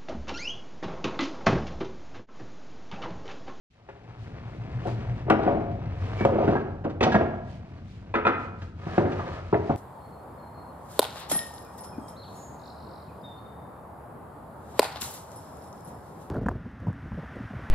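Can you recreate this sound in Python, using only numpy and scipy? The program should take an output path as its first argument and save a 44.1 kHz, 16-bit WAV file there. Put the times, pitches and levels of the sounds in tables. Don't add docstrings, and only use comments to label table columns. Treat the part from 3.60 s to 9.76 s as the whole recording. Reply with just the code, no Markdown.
import sys
import numpy as np
from scipy import signal
from scipy.fft import rfft, irfft, next_fast_len
from scipy.io import wavfile
from scipy.ndimage import uniform_filter1d, map_coordinates

SR = 44100
rng = np.random.default_rng(int(sys.argv[2]) if len(sys.argv) > 2 else 0)


def materialize(psi):
    bounded = np.clip(np.atleast_2d(psi).T, -1, 1)
    quanta = np.round(bounded * 32767).astype(np.int16)
    wavfile.write(sys.argv[1], SR, quanta)


N = 271699
TIME = np.arange(N) / SR


def undb(db):
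    return 10 ** (np.asarray(db) / 20)


def unit(x):
    return x / np.sqrt(np.mean(x ** 2))


def curve(rows):
    return np.interp(TIME, *np.transpose(rows))


def colour(x, points):
    size = next_fast_len(len(x) + 4096)
    hz, db = np.transpose(points)
    bins_hz = np.arange(size // 2 + 1) * SR / size
    log_gain = np.log(undb(np.interp(np.log(bins_hz + 1), np.log(hz), db)))
    cepstrum = irfft(log_gain, size)
    cepstrum[1:size // 2] *= 2
    cepstrum[size // 2 + 1:] = 0
    response = np.exp(rfft(cepstrum))
    return irfft(rfft(x, size) * response, size)[:len(x)]


def band(x, lo_hz, hi_hz):
    return signal.sosfilt(signal.butter(3, [lo_hz, hi_hz], "band", fs=SR, output="sos"), x)


def walk(rate):
    k = int(SR / rate)
    steps = np.repeat(rng.standard_normal(N // k + 1), k)
    smooth = uniform_filter1d(uniform_filter1d(steps, k), k)
    return unit(smooth)[:N]


def fade(t, t60):
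    return np.exp(-np.log(1000) * t / t60)


def ring(modes, t, scatter_db, detune):
    hz, db, t60 = np.transpose(modes)[:, :, None]
    share, shift, sign = rng.standard_normal((3, len(modes), 1))
    strength = np.sign(sign) * undb(db + scatter_db * share)
    vibration = np.sin(2 * np.pi * hz * (1 + detune * shift) * t)
    return np.sum(strength * fade(t, t60) * vibration, axis=0)


def grains(grain_db, rate, patchy_db):
    sizes = np.repeat(rng.uniform(-1, 1, N // 64 + 1), 64)[:N]
    return rng.standard_normal(N) * undb(grain_db * sizes + patchy_db * walk(rate))


def hum(tone_db=1, rumble_db=4.5, waver=0.0299, depth_db=20, uneven_db=1):
    # start_s, pitch_hz
    pitch = [(0, 111.9), (1.6, 119.4), (2.1, 115.6), (2.35, 93.2), (6.16, 88.5)]
    # start_s, throbs_per_s
    throb_rate = [(0.9, 7.6), (1.25, 5.6), (2.6, 7.3), (4.3, 8.1), (5.6, 7.0)]
    # start_s, level_db
    tone_level = [(0.1, -61), (0.6, -40.5), (1.4, -27), (2.0, -35.5), (2.5, -31), (3.3, -38.5),
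                  (4.4, -42.5), (6.1, -33.5)]
    # start_s, level_db
    rumble_level = [(0.15, -65.5), (0.6, -48.5), (1.3, -40.5), (2.5, -39.5), (4.1, -47), (5.7, -47)]
    # frequency_hz, level_db
    rumble_points = [(20, -16.5), (48, -2.5), (110, 2.5), (165, -3), (240, -8), (400, -19), (2000, -73)]
    beat = np.cumsum(curve(throb_rate)) / SR
    throb_db = uneven_db * walk(6.1) - depth_db * np.sin(np.pi * beat + np.pi / 3) ** 2
    wavering_hz = curve(pitch) * (1 + waver * walk(20))
    tone = np.sqrt(2) * np.sin(2 * np.pi * np.cumsum(wavering_hz) / SR)
    rumble = unit(colour(rng.standard_normal(N), rumble_points))
    rumble = rumble * undb(curve(rumble_level) + rumble_db)
    return tone * undb(curve(tone_level) + throb_db + tone_db) + rumble


def sliding(stroke_power=0.83, stroke_t60_s=0.61):
    # start_s, stop_s, scrape_db, splinter_hiss_db
    strokes = [(0.104, 1.58, -46, -64), (1.7, 2.331, -49.5, -74.5), (1.77, 1.839, -39.5, -76),
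               (2.323, 2.618, -39.5, -54), (2.725, 2.893, -35.5, -66), (3.095, 4.186, -57.5, -73),
               (3.92, 4.5, -58.5, -72), (5.145, 5.388, -40.5, -53.5), (5.45, 5.601, -44, -54),
               (5.646, 5.744, -43, -53), (5.77, 6.125, -49, -58)]
    power = 0
    for start, stop, scrape_db, hiss_db in strokes:
        speed = np.clip((TIME - start) / (stop - start), 0, 1) ** stroke_power
        speed = speed * fade(np.maximum(TIME - stop, 0), stroke_t60_s)
        power = power + np.outer(undb([scrape_db, hiss_db]), speed) ** 2
    return np.sqrt(power)


def scrape(strength, modes_db=-5, level_db=3, pull_s=5.55, pull_length_s=0.27):
    # frequency_hz, level_db, t60_s
    drag_modes = [(560, -2.5, 0.056), (1050, 0, 0.023), (1220, 5.5, 0.043), (1652, 0.5, 0.067),
                  (1980, 3.5, 0.015)]
    # frequency_hz, level_db
    scrape_points = [(100, -9), (250, 6.5), (740, 5), (950, 1), (1250, -1), (2300, -6.5), (3500, -16),
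                     (6000, -26), (12000, -56.5)]
    slips = grains(grain_db=7, rate=45, patchy_db=1.6)
    response = ring(drag_modes, TIME[:SR // 2], scatter_db=0.0, detune=0)
    beam = signal.fftconvolve(slips, response)[:N]
    reading_points = np.cumsum(1 + .035 * walk(18))
    beam = map_coordinates(beam, [reading_points], mode="mirror") * undb(3 * walk(35))
    pulled = np.exp(-((TIME - pull_s) / pull_length_s) ** 2)
    rubbing = unit(slips) + undb(modes_db) * pulled * unit(beam)
    return unit(colour(rubbing, scrape_points)) * strength * undb(level_db)


def rustle(splinters, level_db=2, rest_db=-73, reach_s=0.059):
    # centre_s, level_db
    reaches = [(0.64, -66), (1.291, -55.5), (2.44, -62), (3.92, -64), (4.33, -64.5), (4.831, -63),
               (5.03, -64)]
    # frequency_hz, level_db
    cloth_points = [(800, 6), (2500, 12.5), (4500, 7), (7000, -1.5), (9000, -10), (13000, -20.5),
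                    (16000, -41)]
    brushing = grains(grain_db=5, rate=25, patchy_db=1.5)
    sleeve = undb(rest_db) + sum(undb(db) * np.exp(-((TIME - s) / reach_s) ** 2) for s, db in reaches)
    return unit(colour(brushing, cloth_points)) * np.hypot(splinters, sleeve) * undb(level_db)


def knocks(rows, modes, modes_db, detune, thock_db, pile_t60, contact_db, attack_s, bands_db):
    # frequency_hz, level_db
    pile_points = [(40, -6), (110, 8.5), (220, 5), (500, 4.5), (750, 5), (1050, 4), (1450, 10.5),
                   (2500, -1), (3600, -7), (5000, -14), (7000, -20), (14000, -66.5)]
    edges_hz = [45, 250, 900, 2800, 13000]
    thud_db_per_octave, thud_pivot_hz = -7, 392
    hard_clack_db, hard_crack_db = 21.5, 45
    out, t = np.zeros(N + SR), np.arange(SR // 2) / SR
    for s, level_db, hardness, thock_hz in rows:
        envelope = fade(t, pile_t60) + undb(contact_db) * fade(t, 0.058)
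        dense = rng.standard_normal(len(t)) * envelope
        give_s = np.clip(attack_s * undb(-2 * level_db - 22), .0005, .005)
        dense *= 1 - np.exp(-t / give_s)
        thock = undb(thock_db) * np.sin(2 * np.pi * thock_hz * t) * fade(t, 0.06)
        piece = undb(modes_db) * ring(modes, t, scatter_db=4.0, detune=detune)
        blow = colour(dense + thock + piece, pile_points)
        thud, body, clack, crack = (band(blow, lo, hi) for lo, hi in zip(edges_hz, edges_hz[1:]))
        parts = np.array([thud * fade(t, 0.64), body, clack, crack * fade(t, 0.24)])
        thud_tilt_db = thud_db_per_octave * np.log2(thock_hz / thud_pivot_hz)
        tilt_db = np.array([thud_tilt_db, 0, hard_clack_db * hardness, hard_crack_db * hardness])
        gains = undb(level_db + np.array(bands_db) + tilt_db) / np.std(parts[:, :SR // 40], axis=1)
        out[int(s * SR):][:len(t)] += gains @ parts
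    return out[:N]


def beam_knocks():
    # start_s, relative level_db, hardness (0-1), thock pitch_hz
    blows = [(0.287, -35, 0.7, 855), (1.254, -23.5, 0, 722), (1.268, -23.5, 0, 347), (1.665, -30, 0.3, 396),
             (1.679, -21.5, 0.2, 597), (1.698, -11, 0.62, 1390), (1.7, -19, 0.05, 308),
             (1.704, -12, 0.5, 707), (1.718, -13, 0.4, 814), (1.792, -20.5, 0, 675),
             (1.861, -16.5, 0.3, 278), (1.876, -14.5, 0.2, 706), (2.606, -19, 0.5, 210),
             (2.65, -8, 0.08, 536), (2.692, -22, 0.03, 573), (2.785, -16.5, 0, 658), (2.824, -18, 0, 712),
             (2.876, -12.5, 0.4, 386), (2.889, -15.5, 0.1, 231.5), (2.921, -16, 0.2, 372),
             (3.24, -31.5, 0.76, 584), (3.248, -19.5, 0, 318), (3.262, -22.5, 0, 478),
             (3.296, -39, 0.93, 592), (3.609, -13.5, 0.15, 640), (5.016, -40, 1, 308),
             (5.264, -28.5, 0, 165), (5.378, -9.5, 0.05, 342), (5.45, -21.5, 0.4, 263),
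             (5.517, -35, 1, 506), (5.926, -11, 0.08, 427), (5.942, -14, 0.15, 595), (6.094, -14, 0, 298),
             (6.107, -23, 0.3, 805)]
    # frequency_hz, level_db, t60_s
    modes = [(101, -7, 0.3), (167, -0.5, 0.089), (220.3, -3.5, 0.33), (319.8, 3.5, 0.078),
             (371, 5.5, 0.082), (410.4, -1, 0.31), (555.6, 4.5, 0.09), (686, -2.5, 0.18), (717, 4.5, 0.028),
             (1400, 4, 0.024), (1630, -5, 0.051), (1970, 1, 0.1)]
    return knocks(blows + settling(), modes, modes_db=-20, detune=0.0096, thock_db=-6.5, pile_t60=0.15,
                  contact_db=-1.5, attack_s=0.0014, bands_db=[-12.5, -7.5, -28.5, -60.5])


def snaps(snap_t60=0.0089, splinter_db=-22, clack_hz=1200, clack_t60=0.038):
    # start_s, click_db, clack_db
    bites = [(1.2719, -29.5, -45), (1.7016, -13.5, -7), (2.6517, -21, -24), (3.437, -22.5, -26),
             (3.551, -33, -8.5), (4.664, -36, -28), (5.38, -31, -15.5), (5.943, -40, -17.5),
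             (2.967, -44.5, -21)]
    (click, clack), t = np.zeros((2, N)), np.arange(SR // 10) / SR
    for s, click_db, clack_db in bites:
        bite, wood = rng.standard_normal((2, len(t)))
        splintery = fade(t, snap_t60) + undb(splinter_db) * fade(t, 0.092)
        click[int(s * SR):][:len(t)] += undb(click_db) * bite * splintery
        woody = unit(band(wood, clack_hz / np.sqrt(2), clack_hz * np.sqrt(2)))
        clack[int(s * SR):][:len(t)] += undb(clack_db) * woody * fade(t, clack_t60)
    bright = colour(click, [(200, 2), (2600, 3), (6000, -13), (8500, -13), (11000, -27.5), (14000, -27)])
    return clack / 2 + bright


def settling(count=7, hardness=0.089, thock_hz=520, spread_octaves=.4, ends_db=-5):
    # start_s, length_s, relative level_db
    rockings = [(1.803, 0.17, -22), (2.67, .2, -18), (5.398, 0.063, -29)]
    rows = []
    for start, length, level_db in rockings:
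        slip, pitch = rng.uniform(-1.1, 1, (count, 2)).T
        along = (np.arange(count) + .5 + slip / 2) / count
        for u, p in zip(along, pitch):
            bump_db = level_db + ends_db * (2 * u - 1) ** 2
            rows.append((start + length * u, bump_db, hardness, thock_hz * 2 ** (spread_octaves * p)))
    return rows


def squeak(hz=2300, level_db=-35, start_s=2.556, stop_s=2.651):
    phase = 2 * np.pi * np.cumsum(hz * (1 + .016 * walk(700))) / SR
    growth = np.clip((TIME - start_s) / (stop_s - start_s), 0, 1)
    pressure = growth * np.clip((stop_s - TIME) / .004, 0, 1)
    return undb(level_db + 3 * walk(300)) * np.sin(phase) * pressure


def plank_knocks():
    # start_s, relative level_db, hardness (0-1), thock pitch_hz
    blows = [(2.954, -17, 0.27, 972), (2.964, -23, 0.28, 1240), (3.518, -23.5, 0.79, 327),
             (3.543, -12, 0.39, 697), (3.553, -11.5, 0.39, 470)]
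    # frequency_hz, level_db, t60_s
    modes = [(213, 3, 0.071), (961, -9.5, 0.059), (1070, -10.5, 0.1), (1374, 0, 0.16), (1658, 14, 0.12),
             (1640, -5.5, 0.053), (1900, 4, 0.12)]
    return knocks(blows, modes, modes_db=-8.5, detune=0.014, thock_db=-4.0, pile_t60=0.18,
                  contact_db=4.5, attack_s=0.00044, bands_db=[-7.5, -8, -21.5, -49.5])


def batten_knocks():
    # start_s, relative level_db, hardness (0-1), thock pitch_hz
    blows = [(3.407, -14, 0.72, 533), (3.415, -17.5, 0.59, 896), (3.428, -17, 0.95, 490),
             (3.436, -16, 0.83, 360), (3.462, -14.5, 0, 730), (3.473, -20, 0, 743)]
    # frequency_hz, level_db, t60_s
    modes = [(234, -4.5, 0.23), (400, -7.5, 0.14), (1253, -4.5, 0.15), (1916, 3.5, .09), (2200, 0.5, 0.061),
             (2574, 5, 0.043), (3090, 0, 0.04), (3440, -0.5, 0.042)]
    return knocks(blows, modes, modes_db=-11.5, detune=0.0066, thock_db=-10.5, pile_t60=0.18,
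                  contact_db=-4, attack_s=0.00086, bands_db=[-11.5, -7.5, -29.5, -54.5])


def slat_knocks():
    # start_s, relative level_db, hardness (0-1), thock pitch_hz
    blows = [(4.54, -18, 0.42, 1034), (4.553, -16.5, 0.49, 1350), (4.651, -14.5, 0.43, 980),
             (4.667, -13.5, 0.55, 495), (4.694, -24, 0.241, 1270)]
    # frequency_hz, level_db, t60_s
    modes = [(229.3, 2, 0.15), (336, -6.5, 0.14), (460, -4.5, 0.079), (583, -6.5, 0.17), (863, -8, 0.23),
             (988, -1, 0.13), (1192, -0.5, 0.046), (1246, -2, 0.28), (1334, -1.5, 0.17), (1370, -6, 0.14),
             (1654, -12, 0.11), (2035, 0, 0.079), (2472, 7.5, 0.093), (3540, 5.5, 0.076), (3970, 3, 0.032)]
    return knocks(blows, modes, modes_db=-12.5, detune=0.012, thock_db=-6.5, pile_t60=0.25,
                  contact_db=-14, attack_s=0.00064, bands_db=[-15.5, -9.0, -18.0, -50.5])


def workshop(x, wet_db=-8, build_s=0.0017, apart_hz=2200, absorb_hz=4500):
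    # frequency_hz, t60_s
    room_decay = [(100, 1), (260, 0.92), (1800, 0.74), (4800, 0.53), (12000, 0.49)]
    t, response = TIME[:SR], 0
    hz, t60 = np.transpose(room_decay)
    for lo in 50 * 2. ** np.arange(8):
        mid, side = band(rng.standard_normal((2, SR)), lo, 2 * lo)
        apart = min(lo / apart_hz, 1)
        pair = (mid + apart * side * np.array([[1], [-1]])) / np.sqrt(1 + apart ** 2)
        band_t60 = np.interp(np.log(lo * np.sqrt(2)), np.log(hz), t60)
        response = response + pair / (1 + (lo / absorb_hz) ** 4) * fade(t, band_t60)
    response = response * (1 - np.exp(-t / build_s))
    response = response / np.sqrt(np.sum(response[0] ** 2))
    return undb(wet_db) * signal.fftconvolve(x, response, axes=1)[:, :N]


def ports(pair):
    # frequency_hz, phase_rad
    port_phase = [(60, 0.027), (160, 0.36), (340, 0.99), (700, 0.98), (2000, 1.45), (5000, 2.3)]
    size = next_fast_len(N + 4096)
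    lead = np.interp(np.arange(size // 2 + 1) * SR / size, *np.transpose(port_phase))
    turn = np.exp(.5j * lead * np.array([[-1], [1]]))
    return irfft(rfft(pair, size) * turn, size)[:, :N]


def scene():
    # start_s, left minus right pan_db, echo_db sent to the room
    bearing = [(1.7, 2.5, -4.5), (1.88, 2.5, 0), (2.65, 0.5, -4), (3.399, -0.2, -4), (4.6, 0.2, -4),
               (5.4, 0.5, -2.5), (5.9, 0.7, -5)]
    times, pan_db, echo_db = np.transpose(bearing)
    rubbing, splinters = sliding()
    struck = beam_knocks() + snaps() + plank_knocks() + batten_knocks() + slat_knocks()
    pan = undb(np.interp(TIME, times, pan_db) * np.array([[.5], [-.5]]))
    wood = (struck + scrape(rubbing)) * pan
    echo = workshop(wood * undb(np.interp(TIME, times, echo_db)))
    low = hum() * undb(np.array([[.6], [-.6]]))
    close = np.array([rustle(splinters), rustle(splinters)])
    return ports(wood + squeak() + echo + low) + close


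def record(dry, drive=0.17, top_hz=13900):
    opened = dry * np.clip((TIME - .1) / .01, 0, 1)
    rounded = np.tanh(drive * opened) / drive
    return signal.sosfilt(signal.ellip(8, .2, 70, top_hz, fs=SR, output="sos"), rounded)


dry = scene()
out = record(dry)
materialize(out)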